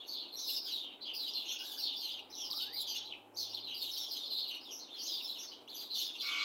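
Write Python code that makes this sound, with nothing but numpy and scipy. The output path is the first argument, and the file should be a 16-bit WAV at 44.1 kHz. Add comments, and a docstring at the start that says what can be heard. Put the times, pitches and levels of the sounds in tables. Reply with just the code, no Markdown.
"""Sparrows chirp hoarsely in the trees of a small garden by a street at dawn, their notes overlapping.
Each note is a trembling sine with raspy overtones, many amid fainter peeps; leaves and walls smear it with
fading noise. Far off a bird whistles and an engine gathers speed, both gliding sines, over traffic hum and
tyre drone, both filtered noise. At the end a vehicle horn sets in: steady partials over a rattle. Mono."""
import sys
import numpy as np
from scipy import signal
from scipy.fft import rfft, irfft
from scipy.io import wavfile

SR = 44100
rng = np.random.default_rng(int(sys.argv[2]) if len(sys.argv) > 2 else 0)


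def how_loud(loudness_db):
    """Turn decibels into a plain amplitude multiplier (0 dB gives 1, 20 dB gives 10)."""
    steps = np.asarray(loudness_db, float) / 20
    return 10 ** steps


def waveform_to_disk(signal):
    """Save audio, clipped to [-1, 1], as 16-bit WAV at the path in sys.argv[1]."""
    frames = np.transpose(np.atleast_2d(signal))
    scaled = np.clip(frames, -1, 1) * 32767
    samples = np.round(scaled).astype(np.int16)
    wavfile.write(sys.argv[1], SR, samples)


N = 284004  # length in samples


def unit(x):
    """Scale to rms 1."""
    return x / np.sqrt(np.mean(x ** 2, axis=-1, keepdims=True))


def colour(x, points):
    """Filter by (Hz, dB) points joined on a log frequency axis."""
    hz, db = np.transpose(points)
    bins = np.maximum(np.fft.rfftfreq(len(x), 1 / SR), 1)
    gain = how_loud(np.interp(np.log(bins), np.log(hz), db))
    return irfft(rfft(x) * gain, len(x))


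def wander(shape, rate_hz):
    """Random wavering: noise smoothed to the given rate, spread 1."""
    smooth = signal.butter(2, rate_hz, fs=SR, output="sos")
    return unit(signal.sosfilt(smooth, rng.standard_normal(shape)))


def band_noise(low_hz, high_hz, order, count):
    """A band of steady noise at rms 1."""
    band = signal.butter(order, [low_hz, high_hz], "bandpass", fs=SR, output="sos")
    return unit(signal.sosfilt(band, rng.standard_normal(count)))


def glide(table, waver, throb_db):
    """A sine along (s, Hz, dB rms) rows, silent outside them, its pitch and size wavering."""
    s, hz, db = np.transpose(table)
    t = np.arange(N) / SR
    pitch = np.interp(t, s, hz) * (1 + waver * wander(N, rate_hz=28.0))
    size = how_loud(np.interp(t, s, db, -140, -140) + throb_db * wander(N, rate_hz=75))
    return np.sqrt(2) * size * np.sin(2 * np.pi * np.cumsum(pitch) / SR)


def garden(x, t60_s, wet_db):
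    """Leaves and walls scatter the sound: the direct wave, then a fading noise tail."""
    t = np.arange(SR // 2) / SR
    tail = rng.standard_normal(len(t)) * how_loud(-60 * t / t60_s)
    tail = how_loud(wet_db) * tail / np.sqrt(np.sum(tail ** 2))
    tail[0] = 1
    return signal.fftconvolve(x, tail)[:N]


# Tone of the street hum. Each row: frequency in Hz, relative strength per Hz of bandwidth in dB.
STREET_TONE = [(25, -20.5), (55, -32.5), (110, -13.5), (165, -23), (205, -8), (290, 1.5), (500, -4),
               (945, -5.5), (1400, -15.5), (1900, -22), (2420, -15.5), (3230, -26), (4540, -33.5),
               (15500, -30.5)]
# Tyre drone of a passing vehicle. Each row: time in seconds, level in dB rms.
TYRE_DRONE = [(0, -90), (1.5, -72), (1.8, -67), (3.1, -66), (3.5, -70), (6.44, -83)]


def street():
    """Smooth far traffic is coloured noise; a narrow band of tyre drone swells and fades in it."""
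    level = how_loud(-61.0 + 0.69 * wander(N, rate_hz=18.4))
    hum = level * unit(colour(rng.standard_normal(N), STREET_TONE))
    # the upper part of the hum comes and goes in patches
    upper_band = signal.butter(2, [1250, 2600], "bandpass", fs=SR, output="sos")
    upper = signal.sosfilt(upper_band, hum)
    hum = hum + upper * (how_loud(3.5 * wander(N, rate_hz=8)) - 1)
    s, db = np.transpose(TYRE_DRONE)
    drone_level = how_loud(np.interp(np.arange(N) / SR, s, db))
    return hum + drone_level * band_noise(780, 880, 2, N)


# Far engine. Each row: time in seconds, firing rate in Hz, level in dB rms before wavering.
ENGINE_RUN = [(.7, 76, -87.5), (1.5, 88, -93), (2.0, 95, -85), (2.8, 102, -76), (3.15, 105, -79.5),
              (3.5, 109, -71), (4.2, 114.5, -83), (4.8, 118, -99), (5.6, 121, -84.5), (6.44, 124, -88)]


def engine():
    """The firing of the cylinders is heard as one low tone that climbs with engine speed."""
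    return glide(ENGINE_RUN, waver=0.012, throb_db=0.5)


# Far bird whistles, one list each. Each row: time in seconds, pitch in Hz, level in dB rms before wavering.
WHISTLE_NOTES = [
    [(.6, 1500, -88), (.66, 1540, -78), (.72, 1550, -88)],
    [(1.5, 1425, -91), (1.58, 1506, -78), (1.72, 1600, -71.5), (1.8, 1545, -75)],
    [(2.47, 980, -78), (2.52, 1080, -66), (2.6, 1372, -73), (2.66, 1580, -68), (2.72, 1880, -67),
     (2.765, 2240, -62), (2.775, 2320, -85)],
]


def whistles():
    """A whistle is nearly a pure tone: one sine sliding through each list of pitches."""
    return sum(glide(note, waver=.012, throb_db=6.5) for note in WHISTLE_NOTES)


# Strong horn partials. Each row: frequency in Hz, level in dB rms before throbbing.
HORN_PARTIALS = [(1050, -67), (1136, -58), (1200, -56), (1394, -57), (1510, -61), (2178, -52.5),
                 (2224, -60), (2264, -49), (2347, -60), (2522, -51), (2649, -52.5), (2866, -52)]
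# The base pitches in Hz of the two horn diaphragms.
DIAPHRAGM_HZ = (378, 349)
BUZZ_DB, BUZZ_DB_PER_KHZ = -57.5, -6.5  # level of the 9th harmonic, change above it
HORN_START_S, HORN_THROB_DB = 6.215, 5


def horn():
    """Buzzing diaphragms: partials of steady pitch and throbbing level over a rattle, swelling in."""
    t = np.arange(N - int(HORN_START_S * SR)) / SR
    # a thin upper buzz of harmonics that fade with pitch
    buzz = [(k * hz, BUZZ_DB + BUZZ_DB_PER_KHZ * (k - 9) * hz / 1000)
            for hz in DIAPHRAGM_HZ for k in range(9, 22)]
    partials = list(HORN_PARTIALS) + buzz
    throbs = wander((len(partials), len(t)), rate_hz=110)
    phases = rng.uniform(0, 2 * np.pi, len(partials))
    tone = np.zeros(len(t))
    for (hz, db), throb, phase in zip(partials, throbs, phases):
        level = np.sqrt(2) * how_loud(db + HORN_THROB_DB * throb)
        tone += level * np.sin(2 * np.pi * hz * t + phase)
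    rattle = how_loud(-50) * band_noise(2100, 6500, 4, len(t))
    swell = 1 - np.exp(-t / .07)
    return np.r_[np.zeros(N - len(t)), (tone + rattle) * swell]


# Overtones of a sparrow note. Each row: multiple of the pitch, level in dB added to the note's overtone level.
NOTE_OVERTONES = [(2, -0.5), (3, 1.5), (4, -3)]


def voice(hz, db, over_db, size):
    """The note sung along a pitch and level; gives the note and its raspier overtones."""
    n = len(hz)
    phase = 2 * np.pi * np.cumsum(hz) / SR
    rasp = 2 * np.pi * np.cumsum(200 * size[::-1][:n]) / SR  # pitch tremble, spread 200 Hz
    shape = how_loud(db) * np.sin(np.pi * np.arange(n) / n) ** 0.75
    over = np.zeros(n)
    for k, relative_db in NOTE_OVERTONES:
        audible = k * hz < .45 * SR
        over += how_loud(over_db + relative_db) * audible * np.sin(round(k) * phase + rasp)
    return np.array([shape * np.sin(phase), shape * over])


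# birds at LEVEL_HZ and above have no sag; the flick is FLICK_HZ deep at LEVEL_HZ and shallower below
LEVEL_HZ, FLICK_HZ, FLICK_S = 5958, 612, 0.00491


def chirp(length, mid_hz, sag_hz_per_s, db, over_db, pitch, size):
    """One hoarse note that flicks up to its pitch from below and sags, trembling in pitch and size."""
    t = np.arange(int(np.clip(length, .01, .14) * SR)) / SR
    sag = sag_hz_per_s * (t - t[-1] / 2)
    flick = FLICK_HZ * (mid_hz / LEVEL_HZ) ** 2 * np.exp(-t / FLICK_S)
    hz = mid_hz - sag - flick + 95 * pitch[:len(t)]
    return voice(hz, db + 9 * np.tanh(size[:len(t)] / 2), over_db, size)


def slur(rise, fall, start_hz, turn_hz, end_hz, db, over_db, pitch, size):
    """One clearer note that glides to its turning pitch, then slides to its end, fast at first."""
    t = np.arange(int((rise + fall) * SR)) / SR
    up = np.clip(t / rise, 0, 1)
    down = np.clip((t - rise) / fall, 0, 1) ** .75  # a power under 1 is steep first
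    hz = start_hz + (turn_hz - start_hz) * up + (end_hz - turn_hz) * down
    return voice(hz + 105 * pitch[:len(t)], db + 6 * size[:len(t)], over_db, size)


def add(out, s, part):
    """Mix a part into out from time s."""
    start = int(max(s, 0) * SR)
    out[:, start:start + part.shape[1]] += part


# Peeps around a chirp: typical fall rate and length, mean level against the chirp and its spread
PEEP_SAG_HZ_PER_S, PEEP_S = 7020, 0.034
PEEP_DB, PEEP_SCATTER_DB = -9.5, 4.5


def peeps(out, row, pitch, size, count=15):
    """Short, mostly fainter peeps on pitches near a chirp, the later ones tending lower."""
    s, length, hz, db, over_db = row
    for k, (off, slope, loud, long) in enumerate(rng.standard_normal((count, 4))):
        late = k / count
        spread_hz = 600 * (.6 + .7 * late)
        shift_hz = spread_hz * np.clip(off, -1.6, 1.6) + 502 * (.3 - late)
        peep_hz = np.clip(hz + shift_hz, 2850, 6400)
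        sag = PEEP_SAG_HZ_PER_S * np.clip(1 + slope, -1, 2)
        peep_db = db + PEEP_DB + PEEP_SCATTER_DB * loud
        peep = chirp(PEEP_S * how_loud(2.54 * long), peep_hz, sag, peep_db, over_db,
                     pitch[::-1][400 * k:], size[400 * k:])
        add(out, s + (length + PEEP_S) * late - .006, peep)


# Sparrow chirps. Each row: start in seconds, length in seconds (held to 0.01-0.14 when sung), pitch in Hz,
# level in dB before trembling, overtone level in dB against the note.
CHIRP_NOTES = [(0, 0.016, 3440, -51.5, -29), (0.067, 0.032, 5660, -61, 1), (0.081, 0.076, 4380, -45, -22),
               (0.115, 0.11, 3575, -47, -42), (0.209, 0.049, 3220, -57, -26),
               (0.362, 0.051, 5800, -46, -10), (0.376, .11, 3927, -44, -17),
               (0.38, 0.041, 6040, -48.5, -23), (0.444, 0.093, 5080, -43.5, -11),
               (0.464, 0.078, 4095, -41, -8), (0.615, 0.11, 4840, -46, -15), (0.644, 0.061, 3725, -46, -15),
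               (0.705, 0.096, 3853, -39, -21), (0.822, 0.078, 3230, -49.5, -46),
               (1.01, 0.044, 4060, -46.5, -33), (1.047, 0.065, 3222, -43, -32),
               (1.133, 0.054, 4990, -43.5, -9.5), (1.179, 0.085, 4060, -41, -19.5),
               (1.221, 0.12, 3680, -45.5, -18.5), (1.333, 0.076, 4110, -40.5, -19.5),
               (1.337, 0.1, 3480, -43, -31), (1.449, 0.047, 6570, -58.5, -9),
               (1.466, 0.11, 3457, -42.5, -30), (1.483, 0.043, 5780, -47, -10),
               (1.58, 0.063, 5125, -48, -9), (1.632, 0.18, 3680, -46.5, -9), (1.692, 0.092, 4690, -52, -2),
               (1.778, 0.033, 4755, -41.5, -10), (1.824, 0.032, 4390, -38, -29),
               (1.841, 0.058, 3630, -40, -26.5), (1.957, 0.031, 4790, -45.5, -12),
               (1.985, 0.13, 4175, -43, -17.5), (2.004, 0.088, 3143, -46.5, -14),
               (2.084, 0.078, 3494, -43.5, -23), (2.296, 0.029, 5220, -56.5, -11),
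               (2.36, 0.12, 3270, -52, -14), (2.364, 0.075, 5470, -52, -19),
               (2.539, 0.045, 4780, -42.5, -10.5), (2.563, 0.095, 3770, -40.5, -20),
               (2.723, 0.052, 4750, -46.5, -6.5), (2.759, 0.067, 4020, -39, -21),
               (2.866, 0.096, 4700, -43, -21), (2.867, 0.072, 3167, -43.5, -14.5),
               (2.873, 0.07, 5990, -49.5, -6.5), (2.952, 0.046, 3465, -41, -28),
               (3.042, 0.049, 3960, -49, -25.5), (3.364, 0.043, 4504, -43.5, -11),
               (3.375, 0.082, 5650, -52.5, -13), (3.401, 0.1, 3596, -50, -16),
               (3.484, 0.046, 4700, -51, -17), (3.533, 0.036, 3934, -50, -22),
               (3.63, 0.087, 3964, -44, -29), (3.676, 0.057, 3193, -45, -22.5),
               (3.739, 0.067, 4684, -44, -11), (3.799, 0.064, 3734, -41, -13.5),
               (3.908, 0.044, 5360, -47, -5), (3.929, 0.12, 3720, -43, -16), (3.968, 0.03, 5660, -47, -7.5),
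               (4.077, 0.095, 5030, -45, -15), (4.107, 0.041, 4200, -44, -11.5),
               (4.143, 0.18, 3690, -44, -20), (4.231, 0.052, 4350, -45, -27),
               (4.3, 0.067, 4075, -39, -20.5), (4.359, 0.068, 3710, -39, -24),
               (4.467, 0.052, 3900, -44, -18.5), (4.502, 0.056, 3054, -47.5, -23),
               (4.607, 0.062, 5080, -57.5, -16), (4.707, 0.055, 5790, -47, -12.5),
               (4.795, 0.05, 4280, -50.5, -28), (4.892, 0.21, 3416, -48.5, -23.5),
               (4.958, 0.068, 5140, -57, -8), (4.986, 0.056, 4530, -44, -20), (5.008, 0.05, 5640, -52, -8),
               (5.065, 0.15, 3710, -40.5, -21), (5.066, 0.16, 4840, -42.5, -15),
               (5.215, 0.05, 4880, -51, -3.5), (5.273, 0.059, 3990, -41.5, -20),
               (5.365, 0.042, 3465, -51, -14), (5.382, 0.036, 5740, -46.5, -13),
               (5.469, 0.03, 4410, -50, -24), (5.519, 0.066, 3230, -57.5, -36),
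               (5.693, 0.11, 3470, -54.5, -13.5), (5.742, 0.038, 6060, -54, 1),
               (5.765, 0.042, 4560, -48, -10), (5.802, 0.091, 3840, -52, -15),
               (5.9, 0.056, 4077, -40.5, -26), (5.942, 0.073, 5780, -46.5, -6),
               (5.943, 0.041, 3573, -40, -16), (5.975, 0.058, 4270, -40.5, -11),
               (5.988, 0.15, 3634, -43, -19), (6.178, 0.089, 4020, -44, -19),
               (6.209, 0.035, 4910, -44.5, -15), (6.269, 0.07, 3470, -40.5, -19),
               (6.378, 0.046, 4054, -44.5, -28), (6.405, 0.04, 3250, -42.5, -26)]
# Clear slurred notes, with no peeps around them. Each row: start in seconds, time to the turning pitch in
# seconds, slide after it in seconds, start pitch in Hz, turning pitch in Hz, end pitch in Hz,
# level in dB before trembling, overtone level in dB against the note.
SLUR_NOTES = [(.313, .008, 0.047, 4700, 4210, 4110, -47.5, -15.5),
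              (.535, 0.012, 0.058, 4950, 5180, 5060, -39, -18),
              (0.11, 0.013, 0.21, 4500, 4970, 3400, -52, -35),
              (3.525, 0.025, 0.053, 3300, 4270, 2797, -46, -24.5),
              (1.3, 0.0064, 0.092, 7100, 5900, 4300, -54, -23),
              (3.095, 0.015, 0.049, 2950, 3600, 2200, -46, -50),
              (2.306, .015, 0.18, 2500, 4230, 2850, -50, -27),
              (2.343, 0.032, 0.13, 5100, 6160, 4690, -45.5, -16.5),
              (2.498, .01, 0.036, 2690, 5300, 3200, -39, -15),
              (3.339, 0.029, 0.072, 5100, 6240, 6030, -51.5, -10),
              (3.359, 0.012, 0.092, 3316, 4700, 3900, -44.5, -17.5),
              (4.632, 0.01, 0.11, 3750, 4210, 2670, -49.5, -20),
              (4.984, 0.087, 0.03, 5200, 6440, 4700, -48.5, -11),
              (5.674, 0.026, 0.061, 2700, 4490, 3290, -46, -18.5)]
# Beak and microphone colour of the overtones. Each row: frequency in Hz, gain in dB.
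OVERTONE_COLOUR = [(2000, -31), (6000, 5), (7000, -7), (9000, -16.5), (10500, -13.5), (12000, -3),
                   (14000, -6), (16000, -6)]


def sparrows():
    """Small throats sing chirps amid chattering peeps, and clear slurs; gives notes and overtones apart."""
    out = np.zeros((2, N + SR))
    flutter = wander((len(CHIRP_NOTES), 2, 12000), rate_hz=325)
    for row, (pitch, size) in zip(CHIRP_NOTES, flutter):
        s, length, hz, db, over_db = row
        sag = 5500 * np.clip((LEVEL_HZ - hz) / 1500, 0, 1)  # Hz per second, lower birds sag more
        add(out, s, chirp(length, hz, sag, db, over_db, pitch, size))
        peeps(out, row, pitch, size)
    flutter = wander((len(SLUR_NOTES), 2, 12000), rate_hz=260)
    for (s, *shape), (pitch, size) in zip(SLUR_NOTES, flutter):
        add(out, s, slur(*shape, pitch, size))
    # so small a throat gives little below its lowest notes
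    throat = signal.butter(4, 2450, "highpass", fs=SR, output="sos")
    return signal.sosfilt(throat, out[0, :N]), colour(out[1, :N], OVERTONE_COLOUR)


def scene():
    """Birds ring in the garden, their overtones more briefly; street, engine, whistles and horn join them."""
    far = garden(whistles(), t60_s=0.12, wet_db=-4)
    blare = garden(horn(), t60_s=0.2, wet_db=-6)
    notes, overtones = sparrows()
    birds = garden(notes, t60_s=0.36, wet_db=-3.5) + garden(overtones, t60_s=0.09, wet_db=2.0)
    return (street() + engine() + far + blare + birds)[None]


def band_limit(x):
    """A steep low-pass at the top of the band."""
    return signal.sosfilt(signal.butter(12, 15710, fs=SR, output="sos"), x)


def record(dry):
    """The phone cuts the top, steeply above 15750 Hz."""
    top_cut = signal.ellip(8, .2, 70, 15750, fs=SR, output="sos")
    mix = signal.sosfilt(top_cut, dry)
    return band_limit(mix)


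dry = scene()
out = record(dry)
waveform_to_disk(out)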